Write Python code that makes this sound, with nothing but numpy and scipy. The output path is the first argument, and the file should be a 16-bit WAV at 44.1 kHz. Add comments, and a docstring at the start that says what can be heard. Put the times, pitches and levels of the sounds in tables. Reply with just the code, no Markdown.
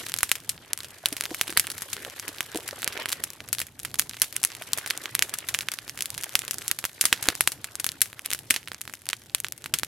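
"""Sharp pops are heard first: a small campfire crackles in a snowy forest as pockets of sap burst.
Each pop is a pressure impulse with splintering noise and decaying echoes from a log wall and trunks.
Behind them small pockets tick, and someone crouched beside the fire knocks sticks (decaying sines) and
rustles (filtered noise and short grains). Wet wood hisses and low flames flutter, both shaped noise.
The loudest pops overload and clip."""
import sys
import numpy as np
from scipy import signal
from scipy.fft import rfft, irfft, next_fast_len
from scipy.io import wavfile
from scipy.ndimage import uniform_filter1d, map_coordinates

SR = 44100
rng = np.random.default_rng(int(sys.argv[2]) if len(sys.argv) > 2 else 0)


def output_pcm(signal):
    """Save a mono or channel-first signal as 16-bit PCM at the path in sys.argv[1].

    Samples are clipped to [-1, 1] before scaling.
    """
    pcm = np.clip(np.atleast_2d(signal).T, -1, 1) * 32767
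    wavfile.write(sys.argv[1], SR, np.round(pcm).astype(np.int16))


N = 435255


def amp(db):
    """Level in decibels to amplitude ratio."""
    return 10 ** (np.asarray(db) / 20)


def unit(x):
    """Normalization to a root-mean-square of 1."""
    return x / np.sqrt(np.mean(x ** 2) + 1e-20)


def along(points, hz):
    """Interpolation of (frequency, value) points on a logarithmic frequency axis."""
    point_hz, values = np.transpose(points)
    return np.interp(np.log(hz + 1), np.log(point_hz + 1), values)


def curves(rows):
    """Linear envelopes: one value per sample for each column after the time."""
    s, *columns = np.transpose(rows)
    return [np.interp(np.arange(N) / SR, s, column) for column in columns]


def wobble(rate):
    """Band-limited random modulation: a smooth curve through `rate` random knots a second."""
    knots = rng.standard_normal(N // 200 + 8)
    return map_coordinates(knots, [np.arange(N) * rate / SR])


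def causal(x, spectrum):
    """Minimum-phase filtering by the folded cepstrum; the impulse response peaks at 1."""
    size = 2048
    level_db = along(spectrum, np.fft.rfftfreq(size, 1 / SR))
    cepstrum = irfft(np.log(amp(level_db)), size)
    cepstrum[1:size // 2] *= 2
    cepstrum[size // 2 + 1:] = 0
    response = irfft(np.exp(rfft(cepstrum)), size)[:size // 2]
    return signal.fftconvolve(x, response[None] / np.abs(response).max(), axes=1)[:, :N]


def place(times, rows):
    """Superposition of stereo rows (2, events, length) at their times in samples."""
    starts = np.round(times * SR).astype(int)
    where = (starts[:, None] + np.arange(rows.shape[-1])).ravel()
    return np.array([np.bincount(where, r.ravel(), N + SR)[:N] for r in rows])


# Likeness of the two channels of diffuse noise: (frequency [Hz], correlation [0..1])
CHANNEL_LIKENESS = [(50, 1), (1000, 0.86), (4000, 0.42), (12000, 0.043)]


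def rush(spectrum, patchy_db):
    """Diffuse-field noise of rms 1: partly correlated channels, with time-frequency patches of gain."""
    hz, _, z = signal.stft(rng.standard_normal((2, N)), SR, nperseg=512)
    field = uniform_filter1d(rng.standard_normal(z.shape[1:]), size=8, axis=0)
    field = uniform_filter1d(field, size=6, axis=1)
    patches = amp(patchy_db * unit(field))
    # mid and side shares that give left and right the wanted correlation
    turn = np.arccos(np.clip(along(CHANNEL_LIKENESS, hz), -1, 1)) / 2
    shares = np.array([np.cos(turn), np.sin(turn)])[..., None]
    pair = signal.istft(z * patches * shares, nperseg=512)[1]
    m = next_fast_len(N)
    gain = amp(along(spectrum, np.fft.rfftfreq(m, 1 / SR)))
    mid, side = irfft(rfft(pair[:, :N], m) * gain, m)[:, :N]
    return unit(np.array([mid + side, mid - side]))


# Noise spectrum of the flames: (frequency [Hz], relative level [dB per Hz])
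FLAME_SPECTRUM = [(15, -45), (25, -19.5), (109, 5.5), (201, -5.5), (301, -4), (509, -13), (900, -15.5),
                  (1170, -67), (1980, -120)]
FLUTTER_DB, FLUTTER_SWING_DB = -56, 3  # mean level, scale of its random swing


def flames():
    """Amplitude modulation of low-frequency noise: the flames flutter."""
    level_db = FLUTTER_DB + FLUTTER_SWING_DB * wobble(12)
    return amp(level_db) * rush(FLAME_SPECTRUM, patchy_db=.6)


# Slow levels of the background: (time [s], rustle level before trim [dB], hiss level [dB])
BED_LEVELS = [(0.0, -41, -41), (0.16, -52.5, -54), (0.79, -51, -60.5), (1.32, -47, -48), (2.61, -46, -51.5),
              (2.97, -39.5, -51.5), (3.68, -59, -63), (4.2, -54, -52.5), (4.9, -42.5, -53),
              (5.9, -52, -54.5), (6.4, -45.5, -50), (6.9, -55.5, -55), (7.25, -42.5, -47),
              (7.45, -51.5, -49.5), (7.59, -51.5, -56.5), (8.4, -56, -59.5), (9.23, -62.5, -61),
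              (9.87, -58, -64)]
# Noise spectrum of the hiss: (frequency [Hz], relative level [dB per Hz])
HISS_SPECTRUM = [(1760, -59), (3000, 4.5), (5630, 3.5), (10700, 3.5), (12500, 5), (15100, -10),
                 (16200, -32)]
FIZZ_DB = 4  # scale of the quick unevenness


def wet_wood():
    """Rapid amplitude modulation of high-frequency noise: wet wood fizzes."""
    hiss_db = curves(BED_LEVELS)[1]
    return amp(hiss_db) * amp(FIZZ_DB * wobble(200)) * rush(HISS_SPECTRUM, patchy_db=1.5)


def crumbs(rustle_db):
    """Granular damped oscillation: dry litter and cloth give way in grains of a few cycles."""
    s, size, pitch, side = rng.random((2200, 4)).T[..., None]  # s: fraction of the scene
    t = np.arange(400) / SR
    hz = 550 * 6 ** pitch
    level_db = rustle_db[(s * N).astype(int)] + np.minimum(6 - 4 * np.log(size), 18)
    decay = amp(level_db - 60 * t * hz / 7)  # 60 dB in seven cycles
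    grain = decay * np.sin(2 * np.pi * hz * t) * (1 - np.exp(-t * hz))
    pan = amp(3.8 * (side - 1.0) * np.array([1, -1])[:, None, None])  # leans right
    return place(s[:, 0] * N / SR, grain * pan)


# Noise spectrum of the rustle: (frequency [Hz], relative level [dB per Hz])
RUSTLE_SPECTRUM = [(150, -41), (250, 2), (400, 6), (782, -2.5), (1700, 6), (3490, -0.5), (5640, -13),
                   (7000, -20), (9100, -38), (15400, -120)]


def rustle():
    """Friction noise of clothes and litter: noise under irregular scratching, plus grains."""
    rustle_db = curves(BED_LEVELS)[0]
    scratch = unit(amp(5 * wobble(160) + 1.5 * wobble(30)))
    friction = amp(rustle_db - 2.5) * scratch * rush(RUSTLE_SPECTRUM, patchy_db=3.0)
    return friction + crumbs(rustle_db)


# Sticks knocking on wood and ground, and at 1.568 s a short high squeak: (time [s], level before mode gains
# [dB], lowest mode [Hz])
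STICK_KNOCKS = [(1.037, -37.5, 686), (1.123, -35.5, 290), (1.313, -32, 328), (1.493, -37, 346),
                (1.522, -45, 330), (1.559, -41, 440), (1.568, -16, 1930), (2.063, -38, 563),
                (2.077, -39, 496), (2.289, -42, 303), (2.547, -30.5, 407), (2.556, -27.5, 324),
                (2.585, -37, 450), (2.728, -33.5, 562), (2.99, -32, 620), (4.613, -35.5, 667),
                (4.773, -36.5, 640), (7.124, -35, 313), (7.284, -29.5, 326), (8.503, -38, 268),
                (9.736, -42, 157)]


def sticks():
    """Modal vibration: three damped modes of a stick, and a noise thud stronger for low pitches."""
    s, db, hz = np.transpose(STICK_KNOCKS)[..., None]
    t = np.arange(SR // 8) / SR
    # frequency ratio, level [dB], cycles of the lowest mode to decay by 60 dB
    modes = [(1, 10, 12.8), (1.45, 2, 15), (2.2, 0, 16)]
    tones = sum(amp(level - 60 * t * hz / cycles) * np.sin(2 * np.pi * ratio * hz * t)
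                for ratio, level, cycles in modes)
    noise = rng.standard_normal((len(s), 3, len(t))).transpose(1, 0, 2)
    band = signal.butter(2, [150, 800], "bandpass", fs=SR, output="sos")
    thud = unit(signal.sosfilt(band, noise[0] + .4 * noise[1:])) * amp(-60 * t / .03)
    onset = 1 - np.exp(-t / .0012)
    return place(s[:, 0], amp(db) * onset * (tones + 120 / hz * thud))


# Small pockets [dB]: level over the hiss, spread of sizes, largest, mean body, mean tail before trim
TICK_DB, TICK_SPREAD_DB, TICK_TOP_DB, TICK_BODY_DB, TICK_TAIL_DB = 18.5, 4.5, 30.5, -8.5, -27


def ticks():
    """Random impulse process: 420 small pockets tick, strongest while the wood hisses."""
    when, size, tone, spread = rng.random((420, 4)).T
    hiss_db = curves(BED_LEVELS)[1][(when * N).astype(int)]
    db = hiss_db + np.minimum(TICK_DB - TICK_SPREAD_DB * np.log(size), TICK_TOP_DB)
    body_db = TICK_BODY_DB + 22 * (tone - .5)
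    tail_db = TICK_TAIL_DB + 12 * (spread - .5)
    return pops(when * N / SR, db, body_db, tail_db, length=1024)


def bursts(tail_db, splinter, near_t60, far_t60, far_db, alike, spiky_db, wall_db, length):
    """Impulse and scattering: a spike, brief splintering, then echoes from near logs and far trunks."""
    t = np.arange(length) / SR
    noise = rng.standard_normal((len(tail_db), 3, length)).transpose(1, 0, 2)
    share = np.clip(alike, 0, 1)
    pair = np.sqrt(share) * noise[0] + np.sqrt(1 - share) * noise[1:]
    spike = (t == 0) + splinter * pair * amp(-60 * t / .0014) * (t > 0)
    # single logs stand out of the scatter as separate slaps, different in each channel
    steps = rng.standard_normal((len(tail_db), 2, length // 16))
    slaps = amp(spiky_db * np.repeat(steps, 16, axis=2).transpose(1, 0, 2))
    # the log wall answers about a metre of path later, mostly on the left
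    wall = amp(wall_db) * np.exp(-((t - .0033) / 0.00029) ** 2) * np.array([1, .4])[:, None, None]
    near = (amp(-60 * t / near_t60) + wall) * slaps
    far = amp(far_db - 60 * t / far_t60)
    rise = 1 - np.exp(-t / 0.00025)
    return spike + amp(tail_db)[:, None] * pair * (near + far) * rise


# Filter of the bright crack: (frequency [Hz], relative level [dB])
CRACK_SPECTRUM = [(300, -35.5), (2000, -3), (5000, -0.5), (8000, 2), (11500, 4), (14000, -6.5),
                  (17000, -11.5)]
# Filter of the lower body: (frequency [Hz], relative level [dB])
BODY_SPECTRUM = [(25, -29.5), (70, -8.5), (800, -10), (1600, -0.5), (3000, -0.5), (8000, -10), (16000, -36)]
# Pops that stand out: (time [s], treble level before panning [dB], body relative to treble [dB],
# scattered tail before trim [dB])
SAP_POPS = [(0.0864, -19, -14, -29.5), (0.091, -17, -21, -33), (0.1008, -27, -18, -40),
            (0.1198, -15.5, -4, -40), (0.1404, -7.5, -3, -26), (0.164, -18, -4.5, -24),
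            (0.1749, -18, -16, -32), (0.1876, -6, -15, -23), (0.2071, -18, -4, -19), (0.2316, 5.5, -9, -25),
            (0.293, -14.5, -7.5, -19), (0.3162, 5.5, -7.5, -27.5), (0.3546, -18, -3.5, -14),
            (0.4932, -6, -12, -17), (0.733, -4, -39, -34), (0.776, -15, -15, -26), (0.7892, -19, -12, -24),
            (0.8049, -23, 2, -20), (0.8329, -25.5, -2, -15), (0.8457, -26, 0, -13), (1.0584, -1, -2, -24),
            (1.0865, -14, -22, -24), (1.127, -12, -12, -20), (1.1672, -13.5, -9, -17.5),
            (1.2095, -3.5, -14, -31), (1.238, -13.5, -4, -18.5), (1.255, -13.5, -1, -32),
            (1.3458, -14, -6, -17), (1.4127, 2.5, -9.5, -28), (1.4797, -18, -1, -18),
            (1.5029, -19, -9, -13), (1.5259, -18, -3, -35), (1.5734, 7.5, -7.5, -25), (1.597, 7, -13, -27),
            (1.6697, -10.5, -16.5, -27), (1.702, -12, -9, -18.5), (1.7172, -14, -27, -28),
            (1.7808, -15.5, -28, -38), (1.809, -21, -18, -25), (1.821, -12, -9.5, -18),
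            (1.9307, -12, -8.5, -14), (2.0996, -21, -14, -32), (2.1975, -13, -10, -25),
            (2.2802, -14, -5.5, -15.5), (2.407, -7, -6, -26), (2.558, -17, -5, -14.5),
            (2.5735, -13, -11, -23), (2.6774, -18, -17, -10.5), (2.6889, -23.5, 3, -17.5),
            (2.7101, -26.5, 5.5, -27), (2.8201, -13.5, -8, -25), (2.8299, -18.5, 2, -22),
            (2.8446, -7.5, -19, -35), (2.877, -9.5, -2.5, -20.5), (2.93, -25.5, 3, -26),
            (2.9758, -22, 4.5, -25), (3.058, -12.5, -3, -25), (3.0881, -12, -12, -26),
            (3.093, -11.5, -11, -30), (3.1027, -18, -5, -19), (3.118, -21, -3, -9), (3.1251, -9.5, -8, -19),
            (3.129, -7, -7, -25), (3.2387, -4, -13, -24.5), (3.3034, -17.5, -12, -28),
            (3.3337, -23.5, -9, -20), (3.4045, -29.5, 2.5, -18), (3.4782, -33.5, 3, -18),
            (3.4879, -18, -9, -26), (3.5296, 2, -15, -24), (3.5498, -16, -13, -22), (3.5847, -16, 1.5, -22),
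            (3.5928, -11, -11, -25), (3.6022, -9, -13, -19), (3.6164, -13, -1.5, -18),
            (3.6682, -24, -14, -19.5), (3.7931, -18.5, -12, -23), (3.7995, -19, -19, -24),
            (3.8326, -19.5, -15, -22), (3.8498, -14.5, -2.5, -16), (3.9427, -11, -3, -27),
            (3.9564, -22, -9, -21), (3.987, -17.5, -9, -13), (3.9956, 8, -14.5, -28.5),
            (4.0157, -19, -9, -13), (4.0214, -19, -6, -23), (4.0951, -16.5, -3, -23),
            (4.1433, -29.5, 1.5, -19), (4.1686, -29, 2, -20), (4.2184, 4.5, -10.5, -20),
            (4.243, -18, -9, -14), (4.3267, -16, -17, -22), (4.3653, -4.5, -15.5, -28),
            (4.4316, -8, -17, -29), (4.439, -1, -7.5, -31), (4.4496, 6, -27, -29.5),
            (4.551, -18.5, -6, -27), (4.622, -20.5, -2.5, -20), (4.7333, 3, -6.5, -31),
            (4.7753, -16, -14, -10.5), (4.7846, -14.5, -2.5, -15), (4.8617, -17, -0.5, -18),
            (4.8754, -15, -9, -18), (4.9032, -8.5, -16, -32), (4.9075, -8, 1.5, -25),
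            (4.9759, -10.5, -27, -30), (5.038, -20, -13, -24), (5.0422, -22, -13, -26),
            (5.0574, -22, 7.5, -23), (5.1514, -1, -10.5, -25.5), (5.1928, -4.5, -10, -29),
            (5.2238, 0, -8.5, -19), (5.2948, -17.5, -10, -22), (5.3395, -9, -10, -17.5),
            (5.387, -11.5, -21, -27), (5.4875, -12.5, -4.5, -11.5), (5.5417, -13.5, -7, -9.5),
            (5.547, -15.5, 3.5, -18), (5.589, -7, -11, -30), (5.6084, -15, -3, -16.5),
            (5.6864, -11, -1, -26), (5.7177, -14, 0, -19), (5.7381, -14.5, -12, -17),
            (5.7879, -17.5, 0.5, -26), (5.8956, -14, -7, -23), (5.9755, -20, -6, -16),
            (5.9901, -17.5, -9, -26), (6.0077, -8, -12, -25), (6.0229, -6, -32, -23),
            (6.0577, -9.5, -12, -25), (6.1038, -10, -27, -31), (6.1434, -19.5, -26, -25),
            (6.1788, -14, -7.5, -17), (6.2114, -19, -14, -26), (6.2255, -22, -13, -19),
            (6.2357, -10.5, -11, -22), (6.2422, -11.5, -10, -28), (6.354, 6, -6, -28),
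            (6.392, -7, -26, -25), (6.419, -20, -1.5, -26), (6.4506, -16.5, -16, -29), (6.48, -16, -2, -19),
            (6.5102, -4, -17.5, -24), (6.5327, -21, -9, -19), (6.5429, -12.5, -12, -25),
            (6.5842, -12.5, -14, -29), (6.6235, -21, -21, -28), (6.6805, -3, -26, -23.5),
            (6.714, 2.5, -8, -33), (6.7887, -12.5, -9, -17), (6.8414, -14, -1, -19),
            (6.8523, -2.5, -7, -24), (7.0115, 3, -16, -17.5), (7.04, -14, -6, -21),
            (7.0544, 4.5, -9.5, -18.5), (7.1276, -1, 3.5, -22), (7.2266, -11, -4, -16),
            (7.2403, -20, -3, -21), (7.2568, -21, 2, -17), (7.2722, -16, -19, -25), (7.2868, 3.5, 2.5, -30),
            (7.3026, -18, 2, -22), (7.3528, -11, -13, -33), (7.4082, 8.5, -10.5, -28.5),
            (7.4752, 10.5, -15.5, -31.5), (7.5198, -12, -12, -17), (7.644, -13.5, -3.5, -20),
            (7.7546, -12.5, -15, -28), (7.7988, -16, -7.5, -13.5), (7.8442, -2.5, -11, -28),
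            (7.8656, -3.5, -10, -24), (7.8905, -9, -4, -30), (7.9186, -17.5, -23, -28),
            (8.0071, -17, -3, -31), (8.0168, 7.5, -13.5, -24), (8.058, -20, -12, -27),
            (8.13, -26, 0.5, -29), (8.1937, -19, -3, -34), (8.2483, -24, -10, -17), (8.2559, -22, -3, -16),
            (8.2603, -7.5, -17, -29), (8.3046, -10.5, -16, -25.5), (8.3147, -14, -3.5, -19),
            (8.328, -12.5, -5, -18), (8.3336, -1.5, -19, -26), (8.348, -14.5, -6, -18),
            (8.3903, -16, -28, -22), (8.5026, -13, -10, -5), (8.5077, 3.5, -3.5, -22),
            (8.5409, -19, -2, -7), (8.5623, -13.5, 0.5, -14.5), (8.6753, -33, 8, -13.5),
            (8.6842, -19.5, -14, -25), (8.7177, -24, 3, -24), (8.733, -24, -9, -25), (8.7457, -22, 2, -27),
            (8.81, -23, -4, -22), (8.815, -12, -17, -26), (8.8532, -26, -10, -26), (8.8775, -21.5, 1, -26),
            (8.8972, -27, 0, -24), (8.9378, -15, -9.5, -25), (8.9529, -27, -11, -29),
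            (9.0564, -23.5, -20, -27), (9.0674, -23, -1, -27), (9.0899, -3.5, -27, -43),
            (9.1006, -21, 1, -16), (9.1095, -24, 3.5, -26), (9.1315, -14.5, 2.5, -22),
            (9.26, -32, -10, -30), (9.2974, -40, 7.5, -20), (9.3484, 2, -6, -30), (9.3829, -27, -4, -17),
            (9.4023, -10, -26, -32), (9.446, -15, -0.5, -20.5), (9.4673, -30, 6, -20),
            (9.485, -15.5, -21, -45), (9.523, -12, -28, -30), (9.5787, -23.5, -27, -23),
            (9.6214, -27, -15, -30), (9.6421, -22.5, -3, -19), (9.6599, -20.5, -2, -18),
            (9.7391, -8.5, -2, -11), (9.7875, -7.5, -12, -25), (9.7969, -14.5, -13, -41),
            (9.8334, -11, -3.5, -23), (9.8476, -16, -34, -28)]


def pops(s, db, body_db, tail_db, length):
    """Impulsive release of pressure: a bright crack and a lower body, each pop panned slightly apart."""
    pan = amp(.6 * rng.standard_normal(len(s)) * [[1], [-1]])[..., None]
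    crack = bursts(tail_db - 7.5, splinter=0.35, near_t60=0.04, far_t60=0.23, far_db=-14.5,
                   alike=0.39, spiky_db=5.87, wall_db=0.82, length=length)
    body = bursts(tail_db - 7.0, splinter=0.77, near_t60=0.043, far_t60=0.24, far_db=-16.0,
                  alike=0.95, spiky_db=1.46, wall_db=-6, length=length)
    # the crack leans left, the body right
    crack = place(s, crack * pan * amp(db)[:, None]) * amp([[.6], [-.6]])
    body = place(s, body * pan * amp(db + body_db)[:, None]) * amp([[-1.6], [1.6]])
    return causal(crack, CRACK_SPECTRUM) + causal(body, BODY_SPECTRUM)


def scene():
    """Linear superposition of the background, the sticks, the ticks and the main pops."""
    background = flames() + wet_wood() + rustle()
    return background + sticks() + ticks() + pops(*np.transpose(SAP_POPS), length=3584)


TOP_HZ = 16550  # band limit


def record(dry):
    """Saturation and band limiting: peaks clip, then nothing is kept above the band limit."""
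    clipped = np.clip(dry, -1, 1)
    m = next_fast_len(N + SR // 10)
    edge = np.clip((TOP_HZ - np.fft.rfftfreq(m, 1 / SR)) / 400, 0, 1)  # 400 Hz wide
    return irfft(rfft(clipped, m) * np.sin(np.pi / 2 * edge) ** 2, m)[:, :N]


dry = scene()
out = record(dry)
output_pcm(out)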